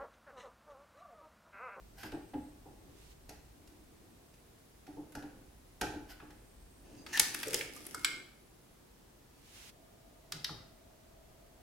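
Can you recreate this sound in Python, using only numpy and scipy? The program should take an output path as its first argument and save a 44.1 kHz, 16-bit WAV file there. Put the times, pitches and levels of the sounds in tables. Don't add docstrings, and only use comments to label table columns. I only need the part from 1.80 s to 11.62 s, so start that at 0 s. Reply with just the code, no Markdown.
import sys
import numpy as np
from scipy import signal
from scipy.fft import rfft, irfft, next_fast_len
from scipy.io import wavfile
from scipy.ndimage import map_coordinates

SR = 44100
rng = np.random.default_rng(int(sys.argv[2]) if len(sys.argv) > 2 else 0)


def master_out(mix):
    frames = np.transpose(np.atleast_2d(mix))
    ceiling = np.clip(frames, -1, 1)
    pcm = np.round(ceiling * 32767).astype(np.int16)
    wavfile.write(sys.argv[1], SR, pcm)


N = 433044

# (f/Hz, density/dB per Hz)
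AIR_COLOUR = [(12, -28), (20, 1), (60, -7.5), (86, -2.5), (222, -8.5), (248, -7), (328, -8.5), (357, -7.5),
              (558, -14), (642, -14), (1030, -19.5), (1290, -22), (2750, -26.5), (10200, -30),
              (16000, -32.5)]
# (f/Hz, correlation)
AIR_LIKENESS = [(50, 0.87), (150, 1), (400, 0.11), (1000, 0.04), (3000, 0.0823), (15000, 0.17)]
# (t/s, level/dB)
RUMBLE_LEVEL = [(0, -60), (.8, -64.5), (1.6, -60.5), (2.6, -69), (3.9, -62.5), (5.2, -62.5), (6.0, -68.5),
                (8.4, -66.5), (9.8, -64)]
AIR_GAIN_DB = -61.5
SHUDDER_DB, SHUDDER_T60_S, SHUDDER_GROWS = -50, 1.1, 0.45
SHAKE_DB, SHAKE_T60_S, SHAKE_GROWS = -53.5, 1, 3.4
# (t/s, length/s, level/dB, f/Hz, width/Hz)
WHINE_SPELLS = [(.15, 2.4, -84, 8270, 25), (.3, 0.38, -74, 8430, 25), (1.9, 0.43, -83, 10160, 70),
                (2.55, 4.4, -79.5, 9950, 70), (4.6, 0.75, -75.5, 8290, 25)]
# (t/s, length/s, level/dB)
DRONE_SPELLS = [(7.94, 1.9, -68)]

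# (t/s, length/s, level/dB)
CARD_STROKES = [(.184, .088, -56), (4.3, 0.018, -53)]
# (f/Hz, density/dB per Hz)
CARD_RUB_COLOUR = [(410, -32), (700, -3), (852, -6), (1230, -20), (1500, 0), (1800, -10), (2300, -10),
                   (3110, -9), (3600, -16), (4900, -9), (7590, -20.5), (14200, -14.5), (16000, -35.5)]
# (t/s, level/dB, treble/dB, f/Hz, emphasis at f/dB)
CARD_CONTACTS = [(.2315, -41.5, -11, 1870, 3), (.3188, -48.5, -11, 1910, -3), (.5367, -52, -22, 1320, 3.5),
                 (1.4915, -52, 2.5, 2440, 3), (1.8734, -64, 2.5, 1620, -3), (2.538, -70.5, 5, 2360, 23),
                 (3.0662, -56.5, -7, 1660, -1), (3.3205, -59.5, -1, 10500, 14), (3.3505, -42, -7, 1550, 13),
                 (3.385, -55, -14, 2600, -14), (3.4236, -53, -10, 2110, 0), (4.0118, -31, -5, 1670, -3.5),
                 (4.3995, -48.5, -32, 1030, 10), (4.5043, -57.5, -6, 2720, 2)]
# (f/Hz, density/dB per Hz)
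CARD_COLOUR = [(530, -23), (900, -5), (1030, -13), (1530, 1), (2140, -8.5), (2660, -5), (3430, -11.5),
               (6890, -25), (7860, -30.5), (12000, -28.5), (16000, -43.5)]
# (f/Hz, level/dB, t60/s)
FRAME_MODES = [(1435, -7.5, .2), (1660, -5.5, 0.12), (1890, -3, 0.14), (2290, -8, .25), (4945, -8.5, .28),
               (5167, -4.5, .28)]
# (t/s, knock level/dB, boom level/dB, boom f/Hz)
BENCH_PUSHES = [(0.231, -45, -42, 300), (0.325, -38.5, -37.5, 310), (.535, -36.5, -33, 275),
                (0.856, -49, -46, 290), (1.075, -66, -56, 285), (1.491, -45.5, -76, 298),
                (3.075, -46.5, -43.5, 315), (3.168, -45, -38, 310), (3.353, -40, -40.5, 295),
                (3.425, -45.5, -45, 293), (4.013, -29, -28, 320), (4.13, -48, -38.5, 310),
                (4.419, -52.5, -45.5, 280), (4.5, -59, -54, 199), (5.048, -70, -49.5, 340),
                (5.397, -41, -43, 240), (5.537, -50, -46, 286), (5.656, -66, -39, 480),
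                (5.725, -77, -32, 456), (6.14, -63, -49, 407), (8.519, -60, -46.5, 150),
                (8.693, -47, -42, 148)]
# (f/Hz, level/dB, t60/s)
BENCH_MODES = [(63.6, -10.5, 0.337), (112.1, -11, 0.53), (145, -16.5, 0.24), (234, -7.5, 0.18),
               (294.5, 3, 0.19), (319.5, -10, 0.2), (383.3, -3.5, 0.16), (431, 0.5, 0.11),
               (521, -6.5, 0.18), (620.4, -13.5, 0.121), (723, -9.5, 0.1), (776, -14.5, 0.08),
               (847, -5.5, 0.16)]
KNOCK_HZ, BOOM_LAG_S = 803, 0.013
# (t/s, length/s, level/dB)
HAND_LEANS = [(.95, 0.22, -65.5), (1.8, 0.63, -66.5), (3.52, 0.12, -64.5), (5.1, 0.57, -57),
              (5.9, 0.51, -57)]
# (t/s, length/s, level/dB)
CLOTH_STROKES = [(1.19, .14, -65.5), (7.77, 0.13, -55.5)]
# (f/Hz, density/dB per Hz)
CLOTH_COLOUR = [(500, -9), (1300, -5), (2800, 0.5), (6000, -3), (11000, -7.5), (16000, -14.5)]

# (t/s, length/s, level/dB)
PLUG_STROKES = [(5.045, 0.18, -71), (5.27, 0.047, -57), (5.33, 0.044, -41.5), (5.4, .41, -59.5)]
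# (f/Hz, density/dB per Hz)
PLUG_RUB_COLOUR = [(530, -47.5), (900, -11), (1260, -21.5), (1720, -9.5), (2140, -17), (2690, -8.5),
                   (3430, -16.5), (5480, -13), (6030, -14), (6560, -9.5), (7400, -19), (9880, -20.5),
                   (16000, -29)]
# (f/Hz, width/Hz, lift/dB)
PLUG_RUB_MODES = [(1654, 110, 3.5), (2140, 40, 3.5), (5540, 64, 3.5), (6270, 110, 2)]
# (t/s, length/s, level/dB)
SHELL_WHISTLES = [(5.18, .055, -67), (5.335, .035, -56)]
# (t/s, length/s, level/dB)
PLUG_SQUEAK = [(5.343, .02, -37)]
SQUEAK_HZ, SAG_HZ_PER_S = 1770, 1300
# (t/s, level/dB, treble/dB, f/Hz, emphasis at f/dB)
PLUG_CONTACTS = [(5.2635, -37, -15.5, 1689, 3), (5.373, -22.5, -9, 1900, -6), (5.3960, -15.5, 4, 5650, 3.5),
                 (5.5447, -27.5, -2.5, 1650, 6), (5.6305, -28, -6.5, 1640, 6.5),
                 (5.6812, -45, 10, 7000, 3.5), (5.7312, -30, -2, 2230, 9), (5.7425, -24.5, 1.5, 5300, 5.5),
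                 (5.8085, -25.5, -23, 2200, 13.5), (5.963, -46, 1.5, 1170, 35),
                 (6.0655, -46, 9, 10770, 12.5)]
# (f/Hz, density/dB per Hz)
PLUG_COLOUR = [(530, -26), (900, -11), (1070, -25), (1190, -10), (1700, -10), (1850, -8.5), (2190, -7.5),
               (2500, -7.5), (4360, -10.5), (5100, -6), (7060, -10.5), (9200, -7.5), (11800, -7),
               (12700, -18.5), (16000, -14.5)]
# (t/s, length/s, level/dB)
PIN_RATTLES = [(5.48, 0.34, -47), (5.92, 0.33, -56.5)]
TICKS_PER_S, TICK_T60_S = 83, .006
# (t/s, length/s, level/dB)
PLUG_JUDDERS = [(5.665, 0.021, -44.5), (5.7, 0.134, -51.5)]
# (t/s, level/dB, treble/dB, f/Hz, emphasis at f/dB)
LATCH_CONTACTS = [(6.1464, -30.5, -2.5, 1163, 30.5), (6.2468, -17.5, -3, 1610, 3.5)]
# (f/Hz, density/dB per Hz)
LATCH_COLOUR = [(530, -58), (900, -19.5), (1200, -14.5), (1560, -1.5), (1800, -11), (2200, 5), (2550, -12),
                (3050, 2.5), (3500, -3), (5040, -7.5), (6400, -16.5), (7300, -7), (11500, -19),
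                (16000, -30)]
# (f/Hz, level/dB, t60/s)
SPRING_MODES = [(1643, -7, 0.11), (2140, 4, 0.42), (2210, 1.5, 0.37), (2290, -11, 0.34), (4940, 3, 0.25)]
# (t/s, level/dB, treble/dB, f/Hz, emphasis at f/dB)
SWITCH_CONTACTS = [(8.5215, -27, -6.5, 2280, -2.5), (8.6445, -23, -8.5, 4070, 11),
                   (8.693, -35, -24.5, 1200, 22)]
# (f/Hz, density/dB per Hz)
SWITCH_COLOUR = [(530, -49), (900, -18), (1020, -27), (1500, -19), (1950, -16), (2550, -17.5), (3000, -21),
                 (3600, -17.5), (4100, -14.5), (5000, -14.5), (6800, -17.5), (12300, -19.5), (16000, -30)]
# (f/Hz, level/dB, t60/s)
HOUSING_MODES = [(1490, -9, .12), (2530, -10, .13), (3900, 5, 0.15), (4200, 0, .14)]

# (f/Hz, t60/s)
ROOM_T60 = [(100, 1), (400, 0.56), (2000, 0.58), (5000, 0.51), (10000, 0.42), (16000, 0.41)]
# (f/Hz, level/dB)
ROOM_TINT = [(100, -5.5), (400, 2), (2000, 0), (5000, -2), (10000, -4), (16000, -5.5)]
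# (f/Hz, level/dB)
ROOM_WIDTH = [(100, -16.5), (300, -16.5), (1000, -4), (3000, -5), (12000, -2)]
TOP_HZ = 16000


def amp(db):
    return 10 ** (np.asarray(db) / 20)


def unit(x):
    return x / np.sqrt(np.mean(x ** 2) + 1e-20)


def unit_attack(x, span):
    return x / np.sqrt(np.mean(x[..., :int(span * SR)] ** 2) + 1e-20)


def along(points, hz):
    f, v = np.transpose(points)
    return np.interp(np.log(hz + 1), np.log(f + 1), v)


def bump(hz, centre_hz, octaves):
    return np.exp(-(np.log2((hz + 1) / centre_hz) / octaves) ** 2)


def body(spectrum, modes):
    def gain(f):
        lift = sum(db / (1 + ((f - hz) / width) ** 2) for hz, width, db in modes)
        return amp(along(spectrum, f) + lift)
    return gain


def filtered(x, response):
    n = x.shape[-1]
    m = next_fast_len(n + SR // 8)
    return irfft(rfft(x, m) * response(np.fft.rfftfreq(m, 1 / SR)), m)[..., :n]


def wobble(rate):
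    knots = rng.standard_normal(int(N * rate / SR) + 4)
    return map_coordinates(knots, [np.arange(N) * rate / SR])


def strokes(rows, attack, release):
    t = np.arange(N) / SR
    gain = 0
    for s, length, db in rows:
        before = np.maximum(s - t, 0) / attack
        after = np.maximum(t - s - length, 0) / release
        gain = gain + amp(db - 20 * before - 20 * after)
    return gain


def pair(size, side_db):
    mid, side = rng.standard_normal((2, size))
    return unit(np.array([mid + amp(side_db) * side, mid - amp(side_db) * side]))


def tone(hz, width_hz):
    return unit(filtered(pair(N, side_db=-2), lambda f: 1 / (1 + ((f - hz) / width_hz) ** 2)))


def ring(modes, t, scatter_db):
    out = 0
    for hz, db, t60 in modes:
        decay = amp(db + scatter_db * rng.normal() - 60 * t / t60)
        out = out + decay * np.sin(2 * np.pi * (hz * t + rng.random()))
    return out


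def in_room(x, wet_db):
    hz, t, z = signal.stft(rng.standard_normal((2, SR // 2)), SR, nperseg=256)
    fade = amp(-60 * t / along(ROOM_T60, hz)[:, None]) * (1 - np.exp(-t / 0.0008))
    tail = signal.istft(z * fade, SR, nperseg=256)[1]
    tail = filtered(tail / np.linalg.norm(tail[0]), lambda f: amp(along(ROOM_TINT, f)))
    mid, side = tail
    side = filtered(side, lambda f: amp(along(ROOM_WIDTH, f)))
    tail = np.array([mid + side, mid - side])
    return x + amp(wet_db) * signal.fftconvolve(x, tail, axes=1)[:, :x.shape[1]]


def add(track, s, sound):
    start = round(s * SR)
    track[:, start:start + sound.shape[1]] += sound[:, :N - start]


def aftermath(t60, grows):
    t = np.arange(N) / SR
    hardest = max(db for _, _, db, _ in BENCH_PUSHES)
    energy = 0
    for s, _, db, _ in BENCH_PUSHES:
        energy = energy + (t > s) * amp(grows * (db - hardest) - 60 * np.abs(t - s) / t60) ** 2
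    return np.sqrt(energy)


def sliding(gain, colour, grain_db, wet_db):
    rasp = filtered(pair(N, side_db=-8.0), colour) * amp(grain_db * wobble(450))
    return in_room(gain * unit(rasp), wet_db)


def clicks(table, colour, modes, rise, t60, treble_t60, gain_db, treble_db, ring_db, pan_db, wet_db):
    out, t = np.zeros((2, N)), np.arange(SR // 2) / SR
    swell = 1 - np.exp(-(t / rise) ** 2)
    pan = amp([[pan_db / 2], [-pan_db / 2]])

    def envelope(decay):
        return swell * amp(-60 * t / max(decay, .004))

    for s, db, bright_db, pitch_hz, pitch_db in table:
        def contact(f):
            return amp(along(colour, f) + pitch_db * bump(f, pitch_hz, octaves=0.63))
        chatter = filtered(pair(len(t), side_db=-7.5), contact)
        low = filtered(chatter, lambda f: 1 / (1 + (f / 5000) ** 8))
        clack = unit_attack(low * envelope(t60), 0.007)
        snap = unit_attack((chatter - low) * envelope(treble_t60), 0.0064)
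        ringing = swell * ring(modes, t, scatter_db=5)
        hit = clack + amp(bright_db + treble_db) * snap + amp(ring_db) * ringing
        add(out, s - .001, in_room(amp(db + gain_db) * hit * pan, wet_db))
    return out


def fans(hiss_db):
    def spread(f):
        turn = np.arccos(np.clip(along(AIR_LIKENESS, f), -1, 1)) / 2
        return amp(along(AIR_COLOUR, f)) * [np.cos(turn), np.sin(turn)]

    mid, side = filtered(rng.standard_normal((2, N)), spread)
    air = unit(np.array([mid + side, mid - side]))
    low = filtered(air, lambda f: 1 / (1 + (f / 800) ** 4))
    deep = filtered(air, lambda f: 1 / (1 + (f / 100) ** 6))
    stand = unit(filtered(deep, lambda f: amp(14 * bump(f, 52, octaves=0.59))))
    rumble_db = np.interp(np.arange(N) / SR, *np.transpose(RUMBLE_LEVEL))
    stand_gain = np.hypot(amp(rumble_db), amp(SHAKE_DB) * aftermath(SHAKE_T60_S, SHAKE_GROWS))
    low_gain = np.hypot(amp(AIR_GAIN_DB), amp(SHUDDER_DB) * aftermath(SHUDDER_T60_S, SHUDDER_GROWS))
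    return stand_gain * stand + low_gain * (low - deep) + amp(hiss_db) * (air - low)


def whine():
    whines = 0
    for s, length, db, hz, width_hz in WHINE_SPELLS:
        whines = whines + strokes([(s, length, db)], attack=0.23, release=.2) * tone(hz, width_hz)
    drone = tone(hz=657, width_hz=48) + amp(-16.5) * tone(hz=1223, width_hz=9.7)
    return whines + strokes(DRONE_SPELLS, attack=0.044, release=.2) * drone


def card_rub():
    gain = strokes(CARD_STROKES, attack=.02, release=.04)
    return sliding(gain, lambda f: amp(along(CARD_RUB_COLOUR, f)), grain_db=0.5, wet_db=-4)


def card():
    return clicks(CARD_CONTACTS, CARD_COLOUR, FRAME_MODES, rise=0.00328, t60=0.044, treble_t60=0.032,
                  gain_db=-5, treble_db=2.5, ring_db=-35, pan_db=-1.0, wet_db=-1.0)


def thud(centre_hz, puff_db, focus_db, peak_db, t60):
    t = np.arange(SR // 2) / SR
    modes = [(hz, level + focus_db * bump(hz, centre_hz, octaves=0.45), decay)
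             for hz, level, decay in BENCH_MODES]
    boom = unit_attack(ring(modes, t, scatter_db=0.0) * (1 - np.exp(-t / 0.009)), 0.04)

    def dullness(f):
        peak = amp(peak_db * bump(f, centre_hz, octaves=0.21))
        return peak / (1 + (f / (1.4 * centre_hz)) ** 3) / (1 + (f / 980) ** 12)

    dull = filtered(pair(len(t), side_db=-21.5), dullness)
    puff = unit_attack(dull * amp(-60 * t / t60) * (1 - np.exp(-t / 0.00059)), 0.0093)
    return boom + amp(puff_db) * puff


def bench(gain_db, wet_db):
    out = np.zeros((2, N))
    for s, knock_db, boom_db, boom_hz in BENCH_PUSHES:
        knock = thud(KNOCK_HZ, puff_db=2.5, focus_db=6.5, peak_db=13.5, t60=0.19)
        boom = thud(boom_hz, puff_db=2, focus_db=17, peak_db=16, t60=0.28)
        add(out, s, in_room(amp(knock_db + gain_db) * knock, wet_db))
        add(out, s + BOOM_LAG_S, in_room(amp(boom_db + gain_db) * boom, wet_db))
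    return out


def hands():
    def colour(f):
        return amp(12 * bump(f, 305, octaves=0.45)) / (1 + (f / 700) ** 4)
    gain = strokes(HAND_LEANS, attack=0.146, release=0.074)
    return sliding(gain, colour, grain_db=0.5, wet_db=-11.5)


def cloth_swish():
    brush = pair(N, side_db=0) * amp(0.95 * wobble(54))
    cloth = unit(filtered(brush, lambda f: amp(along(CLOTH_COLOUR, f))))
    lean_right = amp([[-1.5], [1.5]])
    return strokes(CLOTH_STROKES, attack=.22, release=.015) * cloth * lean_right


def plug_rub():
    gain = strokes(PLUG_STROKES, attack=0.0045, release=.03)
    return sliding(gain, body(PLUG_RUB_COLOUR, PLUG_RUB_MODES), grain_db=-2.4, wet_db=0)


def squeak(jitter, rough_db, wet_db):
    since = np.clip(np.arange(N) / SR - PLUG_SQUEAK[0][0], -.05, .05)
    hz = (SQUEAK_HZ - SAG_HZ_PER_S * since) * (1 + jitter * wobble(400))
    squeal = unit(amp(rough_db * wobble(260)) * np.sin(2 * np.pi * np.cumsum(hz) / SR))
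    whistle = unit(tone(hz=4840, width_hz=29) + tone(hz=6370, width_hz=55))
    squeals = strokes(PLUG_SQUEAK, attack=.012, release=0.021) * squeal
    whistles = strokes(SHELL_WHISTLES, attack=0.0087, release=.02) * whistle
    return in_room(squeals + whistles, wet_db)


def plug():
    return clicks(PLUG_CONTACTS, PLUG_COLOUR, FRAME_MODES, rise=0.0045, t60=0.026, treble_t60=.012,
                  gain_db=-10.0, treble_db=4.0, ring_db=-24, pan_db=1.2, wet_db=-5.5)


def rattle(spread_db, gain_db, wet_db):
    hits = (rng.random(N) < TICKS_PER_S / SR) * amp(spread_db * rng.standard_normal(N))
    envelope = signal.lfilter([1], [1, -amp(-60 / (TICK_T60_S * SR))], hits)
    ticks = unit(filtered(pair(N, side_db=-1.5) * envelope, lambda f: amp(along(PLUG_COLOUR, f))))
    return in_room(amp(gain_db) * strokes(PIN_RATTLES, attack=.02, release=.02) * ticks, wet_db)


def judder():
    gain = strokes(PLUG_JUDDERS, attack=0.0071, release=0.013)
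    return sliding(gain, lambda f: bump(f, 436, octaves=0.48), grain_db=0.5, wet_db=-9.5)


def latch():
    return clicks(LATCH_CONTACTS, LATCH_COLOUR, SPRING_MODES, rise=0.0005, t60=0.032, treble_t60=0.027,
                  gain_db=-9.0, treble_db=1.5, ring_db=-22, pan_db=0.8, wet_db=-5)


def switch():
    return clicks(SWITCH_CONTACTS, SWITCH_COLOUR, HOUSING_MODES, rise=0.0018, t60=0.0295, treble_t60=.022,
                  gain_db=-11.5, treble_db=3.5, ring_db=-24, pan_db=0.5, wet_db=-3.5)


def scene():
    machine = fans(hiss_db=-59.0) + whine()
    card_work = card_rub() + card()
    on_bench = bench(gain_db=-12.5, wet_db=-6.5) + hands() + cloth_swish()
    plug_friction = plug_rub() + squeak(jitter=0.0349, rough_db=3.5, wet_db=-3) + judder()
    plug_contacts = plug() + rattle(spread_db=4, gain_db=-5, wet_db=3) + latch()
    return machine + card_work + on_bench + plug_friction + plug_contacts + switch()


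def record(dry):
    return filtered(dry, lambda f: f < TOP_HZ)


dry = scene()
out = record(dry)
master_out(out)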